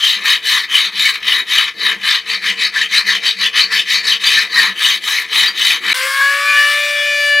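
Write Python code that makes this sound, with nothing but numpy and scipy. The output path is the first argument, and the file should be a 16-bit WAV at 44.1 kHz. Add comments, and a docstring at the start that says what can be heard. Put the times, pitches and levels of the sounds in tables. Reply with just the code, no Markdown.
"""In a small workshop, heard close by in stereo, a hand file goes to and fro over the tip of a clamped steel
blade: chips and chatter of the teeth drive the steel's resonances, with rasping noise and brief squawks.
The strokes turn quick and short in the middle, then long again, over a humming bench and soft thuds.
Then, abruptly, a handheld rotary grinder runs free, whining up to speed as it is carried to the bench:
tones at multiples of its shaft speed, bearing tones beside them, and throbbing noise of air and brushes."""
import sys
import numpy as np
from scipy import signal
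from scipy.fft import rfft, irfft, next_fast_len
from scipy.io import wavfile
from scipy.ndimage import uniform_filter1d

SR = 44100
rng = np.random.default_rng(int(sys.argv[2]) if len(sys.argv) > 2 else 0)


def generate_wav(sig):
    """Save sig (samples, or channels by samples) to the path in sys.argv[1] as 16-bit PCM at SR."""
    pcm = np.round(np.clip(np.atleast_2d(sig).T, -1, 1) * 32767).astype(np.int16)
    wavfile.write(sys.argv[1], SR, pcm)


N = 326340
TIME = np.arange(N) / SR  # s
FILE_END_S, GRINDER_START_S = 5.931, 5.941
GAP_DB = -30.5  # level of the filing in the brief gap at the cut to the grinder

# Levels in the tables are relative.
# Spectrum of the steady background: (frequency [Hz], density [dB per Hz])
FLOOR_COLOUR = [(25, -19), (60, -10), (150, -20), (400, 0), (1500, 17), (15000, -29)]
FLOOR_DB = -70
# Soft low thuds: (time [s], peak level [dB])
THUDS = [(1.574, -48), (3.089, -52), (3.609, -44), (4.274, -43), (4.374, -40), (4.609, -47), (4.849, -59),
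         (5.409, -59), (5.674, -55), (6.609, -54)]
# Stereo balance: (frequency [Hz], left over right [dB])
BALANCE = [(40, -2), (150, 3), (1000, 2.5), (3000, 2.9), (12000, 3)]
CUTOFF_HZ = 15750

# Strokes of the file, each lasting until the next: (start [s], share of the stroke at which it is fastest [0-1],
# sharpness of its swell [power], extra level at the turn before it [dB], low modes [dB], high modes [dB],
# rasp [dB], bench [dB], level passing from low to high modes along the stroke [dB],
# low pitch driven hardest [Hz], high pitch driven hardest at mid-stroke [Hz], scale of the high one's glide [Hz])
STROKES = [(-0.05, 0.43, 1.7, 0, -23.5, -12, -26.5, -74, 8, 2140, 3470.0, 612),
           (0.203, 0.47, 2.6, 8.5, -14.5, -12.5, -24.0, -53, 10, 2250, 3620.0, -260.0),
           (0.412, 0.34, 1.7, -2.0, -15, -12.5, -24, -51, 2, 1980, 3620.0, 327),
           (0.677, 0.36, 1.3, -4.5, -17.0, -12.5, -26.5, -46.5, 11, 2300, 3480.0, 715),
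           (0.91, 0.48, 1.5, 1.0, -17, -14, -27, -53, 0.0, 2170, 3690.0, 0.0),
           (1.2, 0.49, 1.3, 0.0, -18, -16, -31.5, -44.5, 2.5, 2044, 3550.0, 432.5),
           (1.445, 0.32, 2.24, -1.5, -15.5, -13.5, -26.5, -51, 3.5, 2020, 3490.0, -140.0),
           (1.74, 0.52, 2.7, -3, -15.5, -15, -31.5, -40.5, -5, 1968, 3750.0, -820.0),
           (1.988, 0.42, 2.04, 0, -15.5, -13, -28.5, -52, 12, 2150, 3590.0, 159),
           (2.237, 0.49, 2.1, -2, -19.5, -18, -33, -42, 10, 2330, 3890.0, 267),
           (2.402, 0.46, 2.06, 3.5, -14.5, -16.0, -31, -44, 10, 1920, 3430.0, -1190.0),
           (2.559, 0.48, 2.2, 3.5, -16, -14, -29.5, -43.5, 5, 2290, 3910.0, 740.0),
           (2.714, 0.48, 1.28, -1.0, -18, -17, -32, -45.0, 13, 1910, 3500.0, -1080.0),
           (2.883, 0.51, 1.87, 2.5, -15.5, -13.5, -25, -50, 2, 2190, 3950.0, 800.0),
           (3.041, 0.32, 1.53, 4.5, -18, -15, -28.5, -40, 14, 1970, 3740.0, -1420.0),
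           (3.202, 0.44, 2.4, 4, -19.5, -12.5, -29, -44, 20, 2400, 3760.0, -370.0),
           (3.357, 0.53, 2.05, 2, -18.5, -14, -29, -44, 6, 2200, 3520.0, -1680.0),
           (3.512, 0.43, 2.17, 0.5, -13.5, -10, -24.5, -43.5, 14, 2330, 3820.0, 951.5),
           (3.684, 0.45, 1.84, 6.5, -15.5, -15.5, -26, -44, 19, 1930, 3480.0, -1180.0),
           (3.848, 0.47, 1.4, 1.5, -16.5, -14, -26.5, -48, 9, 2210, 3840.0, 917),
           (4.025, 0.33, 1.44, 5.5, -19, -12.5, -26.5, -43.5, 11, 2000, 3660.0, -1640.0),
           (4.194, 0.3, 0.98, -4.5, -14, -12.5, -24.5, -45.0, 3, 2290, 3680.0, 488),
           (4.484, 0.42, 1.66, 3.5, -13, -13, -27, -46, 0.5, 1902, 3890.0, -560.0),
           (4.742, 0.52, 1.42, 0.5, -16.5, -12.5, -24, -48.0, 4, 2150, 3450.0, 433.5),
           (5.0, 0.4, 1.4, -2.5, -18.5, -19, -25.5, -48.5, 0, 2166, 3610.0, 184.5),
           (5.271, 0.46, 1.7, 3, -15.0, -11.5, -24.5, -45.5, 3, 2102, 3570.0, 125),
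           (5.535, 0.47, 1.27, 4.5, -17, -12, -24.0, -45, 1, 2076, 3560.0, 63),
           (5.802, 0.56, 1.12, -0.5, -12.5, -15.5, -28.5, -41.5, 7, 2048, 3750.0, 309)]
LAST_TURN_S = 6.04  # where the last stroke would turn round
# Share of quick, short strokes near the tip: (time [s], share [0-1])
QUICK_SHARE = [(1.9, 0), (2.4, 1), (4.0, 1), (4.7, 0)]
# How each layer answers the file:
# (level while the file turns round [dB], power of its drive, gain from start to end of a stroke [dB])
LOW_LAW = (-35.5, 1, 12.3)
HIGH_LAW = (-41.5, 1.094, 0.27)
RASP_LAW = (-52.5, 1.32, 3.1)
BENCH_LAW = (-57, 0.19, 2.5)
# The hand briefly bears down on the file (+) or eases off (-): (time [s], pressure gain [dB])
SHOVES = [(.015, -3), (.05, 2), (0.263, 2), (.365, 2.5), (.645, 7.5), (.715, -1.5), (.83, -4), (0.864, 4),
          (1.125, -10), (1.285, 5), (1.395, 3.5), (1.689, 8.5), (1.79, 0.5), (1.925, 2), (2.765, -0.5),
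          (3.16, 3.5), (3.47, 2.5), (3.728, 3), (3.925, 1.5), (4.225, -2), (4.405, 0), (4.455, -5),
          (5.315, -2.5), (5.338, 2.5)]
SHOVE_S, BOOM_S = 0.013, 0.049  # half lengths

# Modes of the wooden clamp and bench: (frequency [Hz], width [Hz], level [dB])
BENCH_MODES = [(189.8, 14, 2.5), (254, 15, -5.5), (343, 46, -9), (413, 46, -9.5), (452, 12, 3),
               (531, 56, -15), (675, 82, -13.5)]
# Its lowest, middle and upper modes: (level under long strokes [dB], level under quick ones [dB])
BENCH_MIX = [(-11.5, -10), (-5.5, -11.5), (-3.5, -3)]
# The clamp's lowest mode booms when the blade is pushed hard: (time [s], level [dB])
BOOMS = [(.18, -46), (.99, -44), (2.0, -42), (2.5, -44.5), (2.92, -50), (3.41, -41), (3.76, -58),
         (4.15, -51), (4.6, -46), (4.69, -38), (5.88, -48)]

# Main whine, the third shaft order, which swells and fades as the tool is moved: (time [s], level [dB])
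WHINE = [(5.95, -26), (6.08, -27), (6.17, -19.5), (6.22, -10), (6.29, -11.5), (6.39, -24.5), (6.48, -17.5),
         (6.53, -18), (6.585, -9), (6.72, -15.5), (6.87, -23.5), (7.0, -19), (7.15, -19), (7.39, -10.5)]
WHINE_USUAL_DB = -16.5
# The shaft's own hum, and its octave: (time [s], level [dB])
HUM = [(5.95, -43.5), (6.05, -28), (6.15, -43.5), (6.37, -32.5), (6.54, -39), (6.85, -28.5), (7.39, -27)]
OCTAVE = [(5.95, -33), (6.06, -31), (6.22, -19), (6.35, -25.5), (6.56, -19), (7.0, -40), (7.39, -32.5)]
# Rotary grinder running up: (time [s], speed [revolutions per s])
SPEED = [(5.94, 510), (6.0, 522), (6.05, 533), (6.1, 540), (6.2, 551), (6.3, 562), (6.4, 569), (6.5, 576),
         (6.6, 581), (6.8, 585), (7.0, 583), (7.2, 581), (7.4, 581.5)]
# The shaft shudders while it runs up: (time [s], phase wobble, less below the third order [rad])
SHUDDER = [(5.95, 1.1), (6.06, .7), (6.16, .3), (6.2, .8), (6.25, .3), (6.55, .25), (6.8, .08)]
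# Orders that follow the whine:
# (shaft order, level while speeding up [dB], level at full speed [dB], share of the whine's swing)
UPPER_ORDERS = [(4, -25, -21.5, 0.037), (5, -49, -24.5, 0.84), (6, -35.5, -29.5, 0.089), (8, -47, -41, 1.7)]
# The upper orders pass to their full-speed levels between: (start [s], end [s])
EMERGE_S = (6.4, 6.56)
# Weaker overtones: (shaft order, level [dB])
OVERTONES = [(7, -41), (8, -38), (9, -42), (10, -48), (13, -50), (16, -53.5), (20, -60), (26, -67)]
# Ball-bearing tones beside the orders:
# (shaft order, cage steps, level while speeding up [dB], level at full speed [dB])
BEARINGS = [(2, 1, -34, -50), (3, -2, -33, -58), (3, -1, -34, -48), (3, 1, -25, -43), (4, -1, -39, -47),
            (4, 1, -28.5, -27.5), (5, -1, -44, -42), (5, 1, -33, -40), (6, -1, -56, -38),
            (6, 1, -37.5, -41), (6, 2, -44, -37)]
CAGE = .195  # the bearing cage throws sidebands this many orders apart
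OVERTONES_FOLLOW, BEARINGS_FOLLOW = 0.32, -0.59  # shares of the whine's swing; bearings' at full speed
# Cooling air and brushes: (time [s], air level [dB], brush hiss level [dB])
AIR = [(5.96, -26, -18.5), (6.39, -29, -26), (6.488, -26.5, -23.5), (6.736, -26, -22.5),
       (6.752, -28, -24.5), (7.13, -31, -31.5), (7.198, -31.5, -29), (7.298, -32, -29), (7.39, -35, -40)]
# Their colour: (frequency [Hz], density [dB per Hz])
AIR_COLOUR = [(100, -47), (400, -30), (550, -21), (700, -21.5), (920, -21), (1100, -5.5), (1400, -3),
              (1700, 2.5), (2300, 3.5), (3200, -3), (5200, -6), (6500, -12.5), (10000, -9), (15500, -17.5)]

# Brief squawks and bright patches in the filing, each round one pitch:
# (time [s], level [dB], pitch [Hz], length [s])
SQUAWKS = [(.045, -11.5, 3140, 0.03), (.263, -13, 1809, 0.022), (.757, -3.5, 3010, 0.0089),
           (1.008, -8.5, 3750, 0.0094), (1.062, -12, 2239, 0.026), (1.324, -7, 2950, 0.0088),
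           (1.586, -5, 3024, 0.0079), (2.502, -15, 3101, 0.021), (2.766, -11, 1760, 0.014),
           (2.818, -10.5, 1850, 0.0093), (2.943, -13, 2153, 0.028), (2.985, -12, 4075, 0.016),
           (3.092, -8, 1790, 0.0063), (3.28, -17, 4565, 0.027), (3.467, -16.5, 3445, 0.032),
           (3.615, -10, 4130, 0.02), (3.801, -13.5, 3531, 0.023), (4.124, -9.5, 3094, .016),
           (4.271, -14, 4651, .025), (4.275, -11, 3494, 0.016), (4.383, -10.5, 1773, 0.028),
           (4.59, -7.5, 1848, 0.048), (4.818, -19, 1723, 0.036), (4.85, -9, 2960, 0.012),
           (5.187, -7.5, 2100, 0.0033), (5.333, -9, 3110, 0.004), (5.483, -15, 4651, 0.019),
           (5.712, -12.5, 2412, 0.027), (5.922, -11.5, 3950, .014)]
# Modes of blade and file: (frequency [Hz], width [Hz], level [dB])
STEEL_MODES = [(1120, 126, -19), (1252, 14, 1.5), (1738.7, 57, 4.5), (1882, 26, 8), (1990, 25, 5),
               (2156, 32.5, 8), (2416.5, 130, 0.5), (2580, 62, 4), (3003, 74, -1.5), (3121, 57, 4),
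               (3166.5, 99, -5.5), (3530, 41, -3), (3740, 170, -10.5), (3873, 23, 1.5), (4046, 32, -5),
               (4080, 34, 2), (4510, 61, -11.5), (4520, 35, 6), (4598, 50, -2), (4712, 136, -6),
               (4870, 250, -17), (5200, 166, -10.5), (5630, 113, -16), (6026, 45, -8), (6270, 82, -32.5),
               (7090, 200, -16.5), (8680, 79, -23.5), (9200, 61, -21.5), (11150, 85, -21),
               (12800, 150, -30), (12800, 100, -35)]
# The dense weak modes between them: (frequency [Hz], density [dB per Hz])
SCRAPE_COLOUR = [(410, -63), (700, -21.5), (1190, -1), (1540, -5), (1800, 4), (2770, -3), (3070, -9),
                 (3360, -14), (3920, -4), (4640, -2), (4950, -34), (6260, -9), (6760, -22), (11500, -22.5),
                 (15500, -30.5)]
# How far the high modes near the driven pitch stand out: (on long strokes [dB], on quick ones [dB])
HIGH_FOCUS_DB = (8, 6)
# The driven pitch slides over in mid-stroke: share of the glide reached each way, share of the stroke it takes
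GLIDE_REACH, GLIDE_WIDTH = .33, .2
# Long strokes sound fuller, the quick ones near the tip duller: (frequency [Hz], gain [dB])
LONG_COLOUR = [(600, 7), (1150, 3.5), (1700, -1), (5000, -0.5), (14000, 2)]
QUICK_COLOUR = [(1150, 1), (1700, -1), (4200, -1), (5000, 2), (6500, 1.5), (10000, -0.5), (14000, -2)]


def from_db(db):
    """Amplitude factor of a level in dB."""
    return 10 ** (np.asarray(db) / 20)


def rms_one(x):
    """Scale to an RMS of 1."""
    return x / np.sqrt(np.mean(x ** 2) + 1e-20)


def in_time(rows):
    """Each column of a curve table at every sample."""
    s, *columns = np.transpose(rows)
    return [np.interp(TIME, s, column) for column in columns]


def coloured(x, points):
    """Filter by a (frequency [Hz], gain [dB]) curve, straight over log frequency."""
    hz, db = np.transpose(points)
    size = next_fast_len(N + 4096)
    bins = np.maximum(np.fft.rfftfreq(size, 1 / SR), 1)
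    gain = from_db(np.interp(np.log(bins), np.log(hz), db))
    return irfft(rfft(x, size) * gain, size)[:N]


def passed(x, hz, kind, order=4):
    """Butterworth filter."""
    sos = signal.butter(order, hz, kind, fs=SR, output="sos")
    return signal.sosfilt(sos, x + 1e-18)


def drift(rate):
    """Random wandering of RMS 1, with `rate` fresh values per second joined by lines."""
    return rms_one(np.interp(TIME * rate, np.arange(N // 8), rng.standard_normal(N // 8)))


def noise():
    """White noise."""
    return rng.standard_normal(N)


def resonate(x, hz, width_hz):
    """A resonance of gain 1 at its top."""
    r = np.exp(-np.pi * width_hz / SR)
    feedback = [1, -2 * r * np.cos(2 * np.pi * hz / SR), r * r]
    return signal.lfilter(np.array([1, 0, -1]) * (1 - r * r) / 2, feedback, x + 1e-18)


def body(x, modes):
    """A solid body as parallel resonances of alternating sign."""
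    return sum((-1) ** k * from_db(db) * resonate(x, hz, width) for k, (hz, width, db) in enumerate(modes))


def evened(x, seconds):
    """Hold the slow level at 1 and keep the fine grain."""
    power = uniform_filter1d(x ** 2, max(int(seconds * SR), 8))
    return x / np.sqrt(np.maximum(power, 1e-12))


def swells(rows, half_s):
    """Sum of bell-shaped swells, one for each (time [s], height)."""
    out = np.zeros(N)
    for s, height in rows:
        near = slice(*np.searchsorted(TIME, [s - 4 * half_s, s + 4 * half_s]))
        out[near] += height * np.exp(-((TIME[near] - s) / half_s) ** 2)
    return out


def db_swells(rows, half_s):
    """Swells whose heights are given in dB."""
    return swells([(s, from_db(db)) for s, db in rows], half_s)


def chips(per_s, spread_db):
    """Tiny fractures at random moments and of uneven size."""
    sizes = from_db(spread_db * np.minimum(rng.exponential(1, N), 5)) * rng.choice([-1, 1], N)
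    return rms_one(sizes * (rng.random(N) < per_s / SR))


def patchy(x, edges, patchy_db, centre_hz=None, focus_db=0):
    """Neighbouring bands swell and fade on their own; those near the centre gain."""
    out, spectrum, bins = 0, rfft(x), np.fft.rfftfreq(N, 1 / SR)
    for hz, window in zip(edges, np.eye(len(edges))):
        db = patchy_db * drift(28)
        if centre_hz is not None:
            db = db + focus_db * np.exp(-(np.log(hz / centre_hz) / 0.25) ** 2)
        band = irfft(spectrum * np.interp(bins, edges, window), N)  # overlapping triangles
        out = out + from_db(db) * band
    return out


def background():
    """Steady coloured noise behind everything."""
    return from_db(FLOOR_DB) * rms_one(coloured(noise(), FLOOR_COLOUR))


def thuds_and_rumble():
    """Low-band noise: soft thuds, and an uneven rumble that is weaker after the filing."""
    thuds = from_db(-5) * db_swells(THUDS, half_s=0.014)
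    rumble = from_db(np.where(TIME < FILE_END_S, -66, -73) + 4 * drift(16))
    return (thuds + rumble) * rms_one(passed(noise(), [28, 170], "band", order=2))


def workshop(x, t60, wet_db, near_db):
    """Early reflections off the bench, alike at both sides, and a short diffuse tail, different at each."""
    t = TIME[:SR // 2]
    decay = from_db(-60 * t / np.array([[.12], [t60], [t60]]))
    tails = rng.standard_normal((3, len(t))) * decay * (t > .003)
    tails /= np.sqrt(np.sum(tails ** 2, axis=1, keepdims=True))
    response = from_db(near_db) * tails[0] + from_db(wet_db) * tails[1:]
    return x + signal.fftconvolve(x[None], response, axes=1)[:, :N]


def stroke_motion():
    """Which stroke is under way, how far along (0-1), and its drive: a half sine leaning early or late."""
    starts, fastest, sharpness = np.transpose(STROKES)[:3]
    turns = np.append(starts, LAST_TURN_S)
    which = np.clip(np.searchsorted(turns, TIME) - 1, 0, len(starts) - 1)
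    along = np.clip((TIME - turns[which]) / np.diff(turns)[which], 0, 1)
    top = fastest[which]
    speed = np.sin(np.pi / 2 * np.minimum(along / top, (1 - along) / (1 - top)))
    return which, along, speed ** sharpness[which]


def stroke_gain(motion, stroke_db, law, shift_db=0):
    """A layer's gain: a little at the turns, swelling with the drive to the stroke's own level."""
    which, along, drive = motion
    turn_db, power, lean_db = law
    starts, _, _, extra_db = np.transpose(STROKES)[:4]
    swell = from_db(stroke_db[which] + (lean_db + shift_db) * (along - .5)) * drive ** power
    return from_db(turn_db + np.interp(TIME, starts, extra_db)) + swell


def bench(motion):
    """The wooden clamp and bench hum with the strokes; now and then the lowest mode booms."""
    shake = chips(per_s=1500, spread_db=0.5)
    lowest = passed(body(shake, BENCH_MODES[:1]), [165, 225], "band", order=2)
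    middle = passed(body(shake, BENCH_MODES[1:4]), 270, "high")
    upper = passed(body(shake, BENCH_MODES[4:]), 390, "high")
    quick, = in_time(QUICK_SHARE)
    hum = 0
    for (long_db, quick_db), group in zip(BENCH_MIX, [lowest, middle, upper]):
        db = long_db + quick * (quick_db - long_db) + 2.0 * drift(9)
        hum = hum + from_db(db) * evened(group, seconds=0.092)
    booming = from_db(-5.0) * db_swells(BOOMS, BOOM_S) * evened(lowest, seconds=.05)
    return stroke_gain(motion, np.transpose(STROKES)[7], BENCH_LAW) * hum + booming


def air_and_brushes(turn):
    """Turbulent noise of the fan and hiss of the brushes, throbbing once a turn."""
    air_db, hiss_db = in_time(AIR)
    rush = rms_one(coloured(noise() * (1 + 0.5 * np.sin(turn)), AIR_COLOUR))
    rush = patchy(rush, np.linspace(900, 15000, num=24), patchy_db=2.0)
    air = from_db(air_db + 4.5) * rms_one(passed(rush, 6660, "low"))
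    hiss = from_db(hiss_db - 7.0) * rms_one(passed(rush, 4500, "high"))
    # faint low rush of the vents
    vent = from_db(-69) * rms_one(passed(noise(), [130, 420], "band", order=2))
    return air + hiss + vent


def random_phase():
    """A random starting phase in radians."""
    return rng.uniform(0, 2 * np.pi)


def shaft_orders(turn, swing_db):
    """Tones at whole multiples of the shaft speed, their phases shaken by its shudder."""
    hum_db, octave_db, whine_db, shudder = (in_time(curve)[0] for curve in (HUM, OCTAVE, WHINE, SHUDDER))
    emerged = np.interp(TIME, EMERGE_S, [0, 1])
    orders = [(1, hum_db), (2, octave_db), (3, whine_db)]
    for order, early_db, late_db, share in UPPER_ORDERS:
        orders.append((order, early_db + emerged * (late_db - early_db) + share * swing_db))
    tones = 0
    for order, db in orders:
        wobble = shudder * min(order / 3, 1) * drift(170) + random_phase()
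        tones = tones + from_db(db + 0.55 * drift(70)) * np.sin(order * turn + wobble)
    return tones


def overtones(turn, swing_db, settled, waking_db):
    """Weak high orders, each with one weaker cage sideband."""
    tones = 0
    for order in range(7, 27):
        db = np.interp(order, *np.transpose(OVERTONES)) + waking_db - 1.0 * (1 - settled)
        db = db + OVERTONES_FOLLOW * swing_db + 3.2 * drift(7) - 2.2
        for steps, side_db in [(0, 4), (1, -4)]:
            gain = from_db(db + side_db + 2.0 * drift(9))
            tones = tones + gain * np.sin((order + steps * CAGE) * turn + random_phase())
    return tones


def bearings(turn, swing_db, settled, waking_db):
    """Ball-bearing tones, whole cage steps away from the shaft orders."""
    tones = 0
    for order, steps, early_db, late_db in BEARINGS:
        slip = 0.46 * drift(35) + random_phase()  # the balls skid a little
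        db = early_db + settled * (late_db - early_db + BEARINGS_FOLLOW * swing_db)
        gain = from_db(db + waking_db + 5.4 * drift(12))
        tones = tones + gain * np.sin((order + steps * CAGE) * turn + slip)
    return tones


def whine(turn):
    """Shaft orders, overtones and bearing tones, all locked to the turning shaft."""
    swing_db = in_time(WHINE)[0] - WHINE_USUAL_DB
    settled = np.interp(TIME, [6.55, 6.85], [0, 1])
    # the bearings sing out only with speed
    waking_db = np.interp(TIME, [5.95, 6.2, 6.45], [-10, -3, 0])
    tones = shaft_orders(turn, swing_db) + overtones(turn, swing_db, settled, waking_db)
    return np.sqrt(2) * (tones + bearings(turn, swing_db, settled, waking_db))


def grinder():
    """The shaft's angle, slightly unsteady in speed, drives the whine and the throb of air and brushes."""
    speed = in_time(SPEED)[0] * (1 + 0.000826 * drift(60))
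    turn = 2 * np.pi * np.cumsum(speed) / SR
    return whine(turn) + air_and_brushes(turn)


def squawks():
    """Brief bursts, each a wavering tone round one pitch, with a weak octave and a spray of chips."""
    out, wobble = np.zeros(N), drift(400)
    spray = passed(chips(per_s=8000, spread_db=4), [1200, 7000], "band", order=1)
    for s, db, hz, length in SQUAWKS:
        near = np.abs(TIME - s) < 2 * length
        t = TIME[near] - s
        phase = 2 * np.pi * hz * t + 0.68 * wobble[near]
        squawk = np.sin(phase) + 0.047 * np.sin(2 * phase) + 0.13 * spray[near]
        out[near] += from_db(db) * np.exp(-(2 * t / length) ** 2) * squawk
    return np.sqrt(2) * out


def dense_modes(x, t60):
    """Countless close, briefly ringing modes, as a decaying noise response."""
    t = TIME[:SR // 8]
    response = rng.standard_normal(len(t)) * from_db(-60 * t / t60)
    return rms_one(signal.fftconvolve(x, response)[:N])


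def hand_pressure():
    """Gain from the hand's uneven pressure on the file."""
    return from_db(swells(SHOVES, SHOVE_S) + 0.29 * drift(25))


def driven_steel(high_hz, judder):
    """Teeth tear chips and chatter at a wavering pitch; the steel rings with both."""
    cutting = chips(per_s=9000, spread_db=3.0) * judder
    chatter = np.sin(2 * np.pi * np.cumsum(high_hz + 380 * drift(900)) / SR) * judder
    force = cutting + from_db(-3.5) * chatter
    return rms_one(body(force, STEEL_MODES)) + from_db(-3.5) * rms_one(coloured(force, SCRAPE_COLOUR))


def filing(motion):
    """Low and high ringing and rasp of the driven steel, each swelling with the strokes, plus the squawks."""
    which, along, _ = motion
    low_db, high_db, rasp_db, _, shift_db, low_hz, high_hz, glide_hz = np.transpose(STROKES)[4:]
    quick, = in_time(QUICK_SHARE)
    low_hz = low_hz[which]
    # the contact travels along the file
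    glide = GLIDE_REACH * np.tanh((along - .5) / GLIDE_WIDTH)
    high_hz = high_hz[which] + glide_hz[which] * glide
    judder = from_db(1.9 * drift(220) + 1.0 * drift(50))  # rows of teeth bite unevenly
    steel = driven_steel(high_hz, judder)

    low = passed(steel, [850, 2700], "band")
    low = patchy(low, np.geomspace(900, 2600, num=8), patchy_db=2.2, centre_hz=low_hz, focus_db=7)
    high = passed(steel, [2700, 5350], "band", order=5)
    high_focus_db = np.interp(quick, [0, 1], HIGH_FOCUS_DB)
    high = patchy(high, np.geomspace(2750, 4900, num=7), patchy_db=2.2, centre_hz=high_hz,
                  focus_db=high_focus_db)
    treble = rms_one(passed(steel, 5150, "high", order=12))
    treble = treble + .7 * dense_modes(treble, t60=.04) * judder
    rasp = patchy(treble, np.linspace(5000, 15500, num=20), patchy_db=2.6)

    low_gain = stroke_gain(motion, low_db - .8, LOW_LAW, -shift_db[which])
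    high_gain = stroke_gain(motion, high_db - .8, HIGH_LAW, shift_db[which])
    rasp_gain = stroke_gain(motion, rasp_db - .6, RASP_LAW)
    bite = from_db(1.0 * drift(130))  # coarse grit shakes the ringing modes
    ringing = bite * (low_gain * evened(low, seconds=0.021) + high_gain * evened(high, seconds=0.044))
    stroke = (ringing + rasp_gain * evened(rasp, seconds=0.021)) * hand_pressure()
    long_part = (1 - quick) * coloured(stroke, LONG_COLOUR)
    quick_part = quick * coloured(stroke, QUICK_COLOUR)
    return long_part + quick_part + squawks()


def scene():
    """Filing, then the grinder, each with its reflections, over the background, balanced left to right."""
    file_on = np.clip((FILE_END_S - TIME) / 0.00057, from_db(GAP_DB), 1) * (TIME < GRINDER_START_S)
    grinder_on = np.clip((TIME - GRINDER_START_S) / 0.0016, 0, 1)
    motion = stroke_motion()
    file_work = workshop(filing(motion) + bench(motion), t60=0.26, wet_db=-25.0, near_db=-7.0)
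    grinder_run = workshop(grinder(), t60=.2, wet_db=-30, near_db=-20)
    tools = file_on * file_work + grinder_on * grinder_run
    left, right = tools + background() + thuds_and_rumble()
    left = coloured(left, [(hz, db / 2) for hz, db in BALANCE])
    right = coloured(right, [(hz, -db / 2) for hz, db in BALANCE])
    return np.array([left, right])


def record(dry):
    """The highest peaks are rounded off and the top is cut."""
    rounded = dry / (1 + np.abs(dry) ** 6) ** (1 / 6)
    top_cut = signal.ellip(12, .1, 70, CUTOFF_HZ, fs=SR, output="sos")
    return signal.sosfilt(top_cut, rounded)


dry = scene()
out = record(dry)
generate_wav(out)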